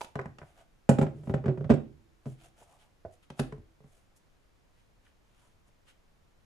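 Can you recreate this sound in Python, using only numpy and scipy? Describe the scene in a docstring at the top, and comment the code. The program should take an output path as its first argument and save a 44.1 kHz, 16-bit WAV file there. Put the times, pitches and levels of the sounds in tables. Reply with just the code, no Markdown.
"""Resin disc and silicone mold on a worktable

A small workshop, a stereo pair of microphones close to the table. A folded silicone mold pops, is pulled
open by gloved hands and flops down. Right of centre a hard cast resin disc knocks on its rim, rocks and
drops flat, ringing the table top. The mold flops again, smacks the table and is lifted away.
Gloves stick and slip on rubber, rustling and squeaking faintly over quiet room noise."""
import sys
import numpy as np
from scipy import signal
from scipy.fft import rfft, irfft, next_fast_len
from scipy.io import wavfile

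SR = 44100
rng = np.random.default_rng(int(sys.argv[2]) if len(sys.argv) > 2 else 0)


def digitize_waveform(pressure):
    """Quantize a signal to 16-bit integers and store it at the path in sys.argv[1].

    Rows of a 2-D input are taken as channels; values are limited to [-1, 1].
    """
    field = np.atleast_2d(pressure).T
    bounded = np.clip(field, -1, 1)
    quanta = np.round(bounded * 32767).astype(np.int16)
    wavfile.write(sys.argv[1], SR, quanta)


N = 284437

# folds of silicone popping open: (time [s], pitch [Hz], level [dB], t60 [s], snap level [dB])
POPS = [(.009, 1100, -25, 0.0048, -36.5), (0.0138, 960, -20, 0.014, -33), (0.0457, 980, -33.5, 0.011, -40),
        (3.05, 669, -29, 0.031, -69), (3.059, 774, -38, 0.017, -68)]
# modes of the air pocket behind a fold: (ratio to the pitch, level [dB])
POCKET_MODES = [(.58, -9.5), (.8, -1.5), (1, 3.5), (1.25, -13), (1.55, -19), (2.3, -20.5)]
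# colour of a fold's snap: (frequency [Hz], level [dB])
SNAP = [(400, 0.5), (900, 5), (1900, 0.5), (3000, -0.5), (4200, -5.5), (6500, -10), (10000, -15.5),
        (14000, -27.5)]

# gloves on rubber; a tight grip drags, a light one hisses; the row at 1.19 s is the resin disc's rim scraping
# as it rolls: (middle [s], length [s], level [dB], grip [dB])
STROKES = [(0.03, 0.029, -77, -19.5), (0.473, 0.093, -72, 4.5), (0.591, 0.052, -66.5, 6.5),
           (1.19, 0.072, -74.5, 5.5), (1.279, 0.071, -69, 2), (2.298, 0.063, -68.5, 0),
           (2.445, 0.046, -63, 2.5), (2.486, 0.005, -74, -8), (2.579, 0.026, -70, 4),
           (2.62, 0.05, -66.5, 1.5), (2.722, 0.077, -71.5, 1.5), (2.83, 0.066, -75.5, 2),
           (3.137, 0.029, -72, -1), (3.388, 0.028, -61.5, 3), (3.941, 0.11, -75.5, -1),
           (4.171, 0.015, -73, -7.5), (5.428, .12, -79.5, -1.5), (5.68, 0.023, -76.5, 0.5)]
# arms and shirt brushing past: (middle [s], length [s], level [dB])
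BRUSHES = [(2.42, 0.052, -66), (2.818, 0.034, -66), (3.238, 0.02, -66.5), (4.79, 0.064, -75),
           (5.073, 0.055, -72.5), (5.396, 0.18, -76), (5.894, 0.034, -60.5)]
# colours of the three parts of a stroke: (frequency [Hz], level [dB])
DRAG = [(250, -14.5), (500, -5.5), (720, 4), (1000, -12), (1500, -9), (3000, -36)]
RUSTLE = [(700, -14), (1300, 0.5), (1900, -1.5), (3200, 0), (5000, -12.5), (9000, -21), (15000, -53)]
HISS = [(3000, -22.5), (4800, -5), (6700, 1), (7700, 2), (8300, -3), (9400, 3), (11000, -3), (12500, -11),
        (15000, -15)]
# rubber catching on a glove: (middle [s], length [s], pitch [Hz], level [dB])
SQUEAKS = [(2.456, 0.014, 680, -61), (2.587, 0.01, 733, -62), (2.622, 0.014, 678, -53),
           (2.73, 0.073, 863, -64), (2.848, 0.056, 793, -69), (5.069, 0.011, 1870, -62.5),
           (5.44, 0.054, 1057, -70.5)]

# modes of the loaded table top: (frequency [Hz], level [dB], t60 [s])
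TABLE_MODES = [(78.1, -10.5, 0.2), (103.3, -7.5, 0.16), (135, 3.5, 0.1406), (147.2, 2.5, 0.15),
               (172, -5.5, .07), (197.6, -3.5, 0.028), (226.8, 5.5, 0.09), (231.4, -3, 0.06),
               (254.1, -5, 0.27), (284, -3.5, .1), (301.6, -9.5, 0.17), (331.4, -23.5, 1.05),
               (377.4, -6, .06), (406.3, 0, 0.14), (447, -5.5, 0.0478), (492, -3, 0.082),
               (550.5, 1.5, 0.023), (561.6, 2.5, 0.045), (650, -1, 0.055), (780.5, -3, 0.075)]
# spread of a mode's phase at each microphone: (frequency [Hz], spread [rad])
MODE_PHASE_SPREAD = [(100, .14), (220, .24), (330, .45), (800, .4)]
# blows on the table; where one lands sets its boom near 100 Hz and its woody knock near 400 Hz:
# (time [s], force [dB], sharpness [dB], flatness [0 rim to 1 full face], boom [dB], knock [dB])
MOLD_FLOPS = [(0.155, -39, 7, 0.47, 0, -0.5), (0.191, -48.5, 13, 0.12, -2, 15),
              (.1935, -48.5, 5.5, 0.44, -7, -10), (.214, -55, 5.5, 1, -14, 3),
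              (0.257, -40.5, -0.5, 0.25, 4, -15), (0.385, -69, 32, 0.82, -10, -13),
              (0.4165, -61.5, 12.5, 0, 14, -33), (.429, -65, 9.5, 0.054, 3.5, -19),
              (2.257, -42, -6.5, 0.73, -4.5, -8), (2.265, -30, -24, 0.25, -4.5, -1.5),
              (3.05, -59, -2, 0.0069, 17.5, 6), (3.302, -53, 16, 0.83, 5, 1),
              (3.394, -31.5, 7, 0.79, -1, 0), (3.402, -31.5, -17, 1, -14, 5.5),
              (3.5235, -47, 6, 0.45, -7, 6.5), (3.581, -42.5, -29, 0.87, 15, -1),
              (3.804, -66.5, 1, 0.37, -3, 6), (3.841, -56, -7, 0.4, 6, -3)]
DISC_KNOCKS = [(0.8915, -18.5, 12.5, 0.63, -3.5, -8.5), (.914, -26, -10.5, 0.19, 1.5, 1.5),
               (0.986, -24.5, 6, 0.68, -7.5, -2), (1.014, -27, 6.5, 0.22, -4, -2),
               (1.027, -30, 2.5, 0.5, -0.5, -0.5), (1.066, -28, -25, 0.82, -5, -6.5),
               (1.235, -55.5, 9, 0.2, -0.5, -2), (1.273, -36, -14.5, 0.68, -5, -4),
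               (1.2955, -33.5, -3.5, 0.62, 12, 0), (1.306, -40.5, -11.5, 0.79, 9, -1),
               (1.3395, -27.5, 2, .2, -0.5, -0.5), (1.378, -42.5, -15, 0.5, -4.5, -9.5),
               (1.4405, -37.5, -15, 0.02, 3, 8), (1.458, -31, -1.5, 0.4, 1.5, -2.5),
               (1.467, -39.5, -21.5, 0.49, 15, -2), (1.481, -29.5, -6.5, 0, -2, 4.5),
               (1.494, -33.5, -25.5, 0.68, -7, -3), (1.508, -47, -4.5, 0.083, -5, -3.5),
               (1.575, -42.5, -0.5, 0.05, -7, -2.5), (1.609, -42.5, -4, 0.35, -4, 6),
               (1.643, -37.5, -3, 0.05, -4, -15.5), (1.695, -31, 1, 0.81, 2.5, -0.5),
               (1.7, -20, -6, 0.8, 6.5, -6), (1.7035, -22.5, -0.5, 0.94, 0.5, -2.5),
               (1.7085, -32.5, -9.5, 0.68, 2, -4), (1.713, -37, -9.5, .9, 1, -8),
               (1.7175, -28.5, -1.5, 0, 2, 2), (1.738, -32, 5.5, 0.68, 1.5, 0)]
# bright parts of a blow, a row each for clack, crack and tick:
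# (level against the force [dB], share of the sharpness, gain when flat [dB])
RUBBER_PARTS = [(8.5, 1, -15.5), (-22, 0.87, 16), (-27.5, 0.62, 12)]
RESIN_PARTS = [(-0.5, 0.21, -4.5), (-25, 0.43, 2), (-32, 1.4, 1)]
# colours of rubber slap and smack, resin clack, edge crack, surface tick: (frequency [Hz], level [dB])
SLAP = [(250, -1), (450, 2), (700, 4.5), (1200, -1), (1900, -3.5), (2400, -13.5), (3000, -33), (5000, -87),
        (12000, -82.5)]
SMACK = [(700, -3), (1500, 10.5), (2500, 1), (4200, -3), (5500, -3.5), (8000, -8.5), (10500, -1.5),
         (12500, -20), (14500, -28)]
CLACK = [(300, -1.5), (550, 6.5), (800, 2.5), (1130, -2.5), (1320, -2), (1550, -3), (2200, -12),
         (3000, -18), (5000, -35), (12000, -65)]
CRACK = [(1500, -23), (2500, 2), (3200, -4.5), (4200, -9), (5500, -9.5), (8000, -22.5), (14000, -62)]
TICK = [(3500, -22.5), (5500, -6.5), (7200, 7), (10000, -2), (12500, -15), (15500, -36.5)]
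# smooth rubber closing on the table and squeezing the air out: (time [s], level [dB])
SMACKS = [(0.3855, -57), (3.301, -52), (3.391, -40), (3.3971, -29)]
# the table swaying on its legs under the mold: (time [s], frequency [Hz], level [dB], t60 [s])
SWAYS = [(2.262, 39, -58, .9), (3.396, 40, -42, .9)]

# the point of contact travelling round the disc's rim: (time [s], left minus right [dB])
DISC_PAN = [(.9, -3.5), (1.05, -1.2), (1.5, -2), (1.7, -5.5)]
# weight on the rolling rim: (time [s], level [dB])
RIM_WEIGHT = [(1.1, -53.5), (1.18, -46.5), (1.239, -54.5), (1.29, -46), (1.39, -44), (1.425, -53),
              (1.495, -36), (1.53, -52.5), (1.59, -45), (1.66, -40.5), (1.7, -53.5)]
# force from the rim's unevenness: (frequency [Hz], level [dB])
RIM_BUMPS = [(70, -8), (135, 2), (220, -4.5), (300, -6.5), (410, -2), (600, -11), (1500, -32.5)]

# workshop reverberation by octave: (frequency [Hz], t60 [s], level against the direct sound [dB])
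REVERB_BANDS = [(81.16, 0.67, -9.5), (151, 0.25, -8), (314, 0.35, -7), (631, 0.26, -5), (1250, 0.27, -7.5),
                (2742, 0.33, -8), (4866, 0.25, -6.5), (10900, 0.27, -9)]
# colour of the room noise: (frequency [Hz], level [dB])
ROOM_TONE = [(20, 11), (60, 1.5), (100, 2), (180, -4.5), (250, -7.5), (550, -11), (1000, -14.5),
             (2000, -18.5), (4500, -25.5), (7400, -28.5), (8200, -34), (9200, -30.5), (11500, -36),
             (15000, -39)]
# how alike the microphones hear close sounds, reverberation and room noise: (frequency [Hz], correlation)
NEAR_LIKENESS = [(100, 0.92), (300, 1), (700, 1), (1300, 0.054), (3500, 0.037), (7500, 0.91), (14000, 0.62)]
REVERB_LIKENESS = [(100, 0.82), (170, 0.78), (280, 0.74), (700, 0.74), (1300, 0.021), (3500, 0.25),
                   (7500, 0.56), (14000, 0.93)]
ROOM_TONE_LIKENESS = [(40, 0.79), (130, 0.051), (600, 0.0976), (3000, 0.044), (7000, 0.59), (14000, 0.86)]

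TIME = np.arange(N) / SR
SIDES = np.array([[1], [-1]])  # left microphone, right microphone


def from_db(db):
    """Decibels to gain."""
    return 10 ** (np.asarray(db) / 20)


def at_hz(points, hz):
    """Read a table on a log-frequency axis."""
    points = np.array(points)
    return np.interp(np.log(np.maximum(hz, 1)), np.log(points[:, 0]), points[:, 1])


def add(track, s, sound):
    """Mix a sound into a track from time s on."""
    start = max(0, round(s * SR))
    part = sound[..., :N - start]
    track[..., start:start + part.shape[-1]] += part


def filtered(x, order, hz, kind):
    """A smooth high-pass or band-pass filter."""
    return signal.sosfilt(signal.butter(order, hz, kind, fs=SR, output="sos"), x + 1e-18)


def noise(colour, likeness):
    """Noise of a given colour and likeness at the two microphones; rms 1."""
    size = next_fast_len(N)
    hz = np.arange(size // 2 + 1) * SR / size
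    alike = np.clip(at_hz(likeness, hz), -1, 1)
    mid, side = rfft(rng.standard_normal((2, size)))
    both = np.sqrt(1 + alike) * mid + np.sqrt(1 - alike) * side * SIDES
    x = irfft(both * from_db(at_hz(colour, hz)), size)[:, :N]
    return x / x.std()


def jitter(per_s):
    """A random line that turns per_s times a second."""
    return np.interp(TIME * per_s, np.arange(N), rng.standard_normal(N))


def dying(t, t60, rise):
    """Envelope of a ring: it builds during the contact, then decays."""
    return (1 - np.exp(-t / rise)) * np.exp(-np.log(1000) * t / t60)


def pan(db):
    """Gains at the two microphones for a left-minus-right level difference."""
    return from_db(SIDES * db / 2)


def bursts(times, levels_db, t60, rise, colour):
    """Short noise bursts of one colour: modes too close together to tell apart."""
    envelope, t = np.zeros(N), TIME[:SR // 4]
    for s, db in zip(times, levels_db):
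        add(envelope, s, from_db(db) * dying(t, t60, rise))
    return envelope * noise(colour, NEAR_LIKENESS)


def jolts(times, levels_db, tops_hz, low_hz):
    """The first push of a contact on the air reaches the microphones as one clean pulse."""
    out, impulse = np.zeros(N), signal.unit_impulse(SR // 20)
    for s, db, top_hz in zip(times, levels_db, np.clip(tops_hz, 2 * low_hz, SR / 3)):
        pulse = filtered(impulse, 2, [low_hz, top_hz], "band")
        add(out, s, -from_db(db) * pulse / pulse.max())
    return out


def pops(glide=0.13, glide_s=0.0047, click_db=-5.5, click_hz=3500):
    """A fold lets go with a snap; right of centre, the air pocket behind it gives a short rising plop."""
    plops, t = np.zeros(N), TIME[:SR // 4]
    for s, hz, db, t60, _ in POPS:
        pitch = hz * (1 - glide * np.exp(-t / glide_s))
        phase = 2 * np.pi * np.cumsum(pitch) / SR
        tone = sum(from_db(mode_db) * np.sin(phase * ratio) for ratio, mode_db in POCKET_MODES)
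        add(plops, s, from_db(db) * tone * dying(t, t60, rise=0.0018))
    times, *_, snaps_db = np.transpose(POPS)
    clicks = jolts(times, snaps_db + click_db, np.full(len(times), click_hz), low_hz=600)
    snaps = bursts(times, snaps_db, t60=0.025, rise=0.00075, colour=SNAP)
    return (plops + clicks) * pan(-3.1) + snaps


def rubbing(gain_db=-1.5, slip_spread_db=2.5, stroke_rustle_db=-1.5, brush_hiss_db=-9):
    """Rubber sticks and slips in tiny jerks under each stroke; cloth rustles as the arms move."""
    moves = [(s, length, [db + grip, db + stroke_rustle_db, db - grip])
             for s, length, db, grip in STROKES]
    moves += [(s, length, [-np.inf, db, db + brush_hiss_db]) for s, length, db in BRUSHES]
    swells = np.zeros((3, N))  # drag, rustle, hiss
    for s, length, levels_db in moves:
        near = np.abs(TIME - s) < 2 * length
        swell = from_db(levels_db)[:, None] * np.exp(-2 * ((TIME[near] - s) / length) ** 2)
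        swells[:, near] = np.hypot(swells[:, near], swell)
    slips = from_db(slip_spread_db * jitter(per_s=300))
    slips /= np.sqrt(np.mean(slips ** 2))
    friction = sum(swell * noise(colour, NEAR_LIKENESS)
                   for swell, colour in zip(swells, (DRAG, RUSTLE, HISS)))
    return from_db(gain_db) * (friction * slips + hiss_crackle(swells[-1]))


def hiss_crackle(swell, peak_per_s=260, spread_db=4, gain_db=9):
    """Fine, high random crackle that thickens as the hiss swells."""
    onsets = rng.random(N) < peak_per_s / SR * np.sqrt(swell / swell.max())
    sizes = rng.choice([-1, 1], N) * from_db(spread_db * np.minimum(rng.exponential(1, N), 2))
    return from_db(gain_db) * swell * filtered(onsets * sizes, 2, [6000, 12500], "band")


def mold():
    """Near the centre, limp rubber slaps and smacks the table, nudges its modes and sets it swaying."""
    body, t = table_ring(MOLD_FLOPS, gain_db=-0.5, contact_s=0.003, knock_db=3, top_db=-4.5), TIME[:SR]
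    for s, hz, db, t60 in SWAYS:
        add(body, s, from_db(db) * np.sin(2 * np.pi * hz * t) * dying(t, t60, rise=0.0053))
    body += shove(MOLD_FLOPS, gain_db=-2, top_hz=1400, low_hz=260)
    smacks = bursts(*np.transpose(SMACKS), t60=0.024, rise=0.00061, colour=SMACK)
    slaps = contacts(MOLD_FLOPS, SLAP, RUBBER_PARTS, clack_t60=0.038, tick_t60=0.028, rise=0.0003)
    return body * pan(-0.57) + smacks + slaps


def table_ring(blows, gain_db, contact_s, knock_db, top_db):
    """Every blow rings the same table modes; its force, flatness and place set their balance."""
    full_blow_db, scatter_db, pan_spread_db = -16.5, 1.5, 0.7
    load_detune, flat_damping = 0.026, 0.41  # shares of pitch and of ring time
    out, t = np.zeros((2, N)), TIME[:SR // 2]
    hz, mode_db, t60 = np.transpose(TABLE_MODES)
    polarity = -(-1) ** (np.arange(len(hz)) // 4)
    for s, db, sharp, flat, boom, knock in blows:
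        strength, shift, lean, lag = rng.standard_normal((4, len(hz)))
        thud = db + 0.14 * (full_blow_db - db)  # light blows keep more of the lowest modes
        hollow = db + 14.5 * (flat - .5)  # a flat landing drives the middle modes harder
        clap = db + top_db + 9 * (flat - .5)  # and claps the upper ones
        balance = at_hz([(110, thud + boom), (128, thud), (160, thud), (200, hollow), (300, hollow),
                         (410, db + knock_db + knock), (550, clap)], hz)
        loaded_hz = hz * (1 + load_detune * shift)  # the load on the table shifts from blow to blow
        loaded_t60 = t60 * (1 - flat_damping * flat)
        rise = contact_s * from_db(-0.51 * sharp)  # a dull blow stays in contact longer
        rolloff = np.hypot(1, hz / (3000 * from_db(sharp)))  # and cannot reach the upper modes
        rings = np.exp(2j * np.pi * loaded_hz[:, None] * t) * dying(t, loaded_t60[:, None], rise)
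        gains = polarity * from_db(gain_db + mode_db + balance + scatter_db * strength) / rolloff
        mic_gains = from_db(pan_spread_db * lean * SIDES)
        mic_phases = np.exp(1j * at_hz(MODE_PHASE_SPREAD, hz) * lag * SIDES)
        add(out, s, ((gains * mic_gains * mic_phases) @ rings).imag)
    return filtered(out, 4, 62, "high")  # the ring carries next to nothing below about 62 Hz


def shove(blows, gain_db, top_hz, low_hz, sharp_share=0.29):
    """Sharp blows shove the air with a stronger, narrower pulse than dull ones."""
    times, db, sharp, *_ = np.transpose(blows)
    edge_db = sharp_share * sharp
    return jolts(times, db + gain_db + edge_db, top_hz * from_db(edge_db), low_hz)


def contacts(blows, colour, parts, clack_t60, tick_t60, rise):
    """A dry clack, an edge crack and a surface tick on each blow, growing with force and sharpness."""
    times, db, sharp, flat, *_ = np.transpose(blows)
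    clack_db, crack_db, tick_db = (db + part_db + share * sharp + flat_db * flat
                                   for part_db, share, flat_db in parts)
    clacks = bursts(times, clack_db, clack_t60, rise, colour)
    cracks = bursts(times, crack_db, tick_t60, rise, CRACK)
    ticks = bursts(times, tick_db, tick_t60, 2 * rise, TICK)
    return clacks + cracks + table_reflection(ticks) * pan(-1.6)


def table_reflection(x, lag_s=0.0019, share=0.37):
    """The hard table top mirrors a sound into the microphones a moment later and combs its treble."""
    return x + share * np.array([np.interp(TIME - lag_s, TIME, channel, left=0) for channel in x])


def disc():
    """Right of centre, hard resin on the table: sharp knocks, a rocking chatter, the final drop."""
    body = table_ring(DISC_KNOCKS, gain_db=0, contact_s=0.0022, knock_db=2.5, top_db=0) + rolling()
    body += shove(DISC_KNOCKS, gain_db=-2.5, top_hz=1060, low_hz=229)
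    place = pan(np.interp(TIME, *np.transpose(DISC_PAN)))
    clacks = contacts(DISC_KNOCKS, CLACK, RESIN_PARTS, clack_t60=0.045, tick_t60=0.054, rise=0.00063)
    return body * place + clacks


def rolling(t60_share=0.48):
    """Between knocks the uneven rim rolls on the table and keeps its modes rumbling."""
    t = TIME[:SR // 4]
    panel = sum(from_db(db) * np.sin(2 * np.pi * hz * t) * dying(t, t60_share * t60, rise=0.001)
                for hz, db, t60 in TABLE_MODES)
    rumble = signal.fftconvolve(noise(RIM_BUMPS, NEAR_LIKENESS), panel[None], axes=1)[:, :N]
    weight_db = np.interp(TIME, *np.transpose(RIM_WEIGHT), left=-np.inf, right=-np.inf)
    return from_db(weight_db) * rumble / rumble.std()


def squeaks(wobble=0.331):
    """Stick and slip fall into a loose rhythm for an instant: a faint, hoarse chirp."""
    out, waver = np.zeros(N), 1 + wobble * jitter(per_s=600)
    for s, length, hz, db in SQUEAKS:
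        phase = 2 * np.pi * np.cumsum(hz * waver) / SR
        out += from_db(db) * np.exp(-2 * ((TIME - s) / length) ** 2) * np.sin(phase)
    return out


def workshop_reverb(x, first_echo_s=0.0016, build_s=0.00057):
    """Diffuse reflections reach the microphones after a short gap and die away octave by octave."""
    t, response = TIME[:int(.8 * SR)], 0
    diffuse = noise([(20, 0), (20000, 0)], REVERB_LIKENESS)
    for band, (hz, t60, db) in enumerate(REVERB_BANDS):
        fade = dying(np.maximum(t - first_echo_s, 0), t60, build_s)
        start = band * SR // 2  # each octave takes its own stretch of noise
        tail = diffuse[:, start:start + len(t)] * fade / np.linalg.norm(fade)
        response += from_db(db) * filtered(tail, 2, [hz / np.sqrt(2), hz * np.sqrt(2)], "band")
    return signal.fftconvolve(x, response, axes=1)[:, :N]


def scene():
    """Disc, mold and hands close to the microphones, the workshop and its steady noise behind."""
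    direct = disc() + mold() + pops() + rubbing() + squeaks()
    return direct + workshop_reverb(direct) + from_db(-63.5) * noise(ROOM_TONE, ROOM_TONE_LIKENESS)


def record(dry, low_cut_hz=18, top_hz=15100):
    """The recorder thins the deepest bass and cuts the top."""
    thinned = filtered(dry, 1, low_cut_hz, "high")
    return signal.sosfilt(signal.ellip(10, .1, 80, top_hz, fs=SR, output="sos"), thinned)


dry = scene()
out = record(dry)
digitize_waveform(out)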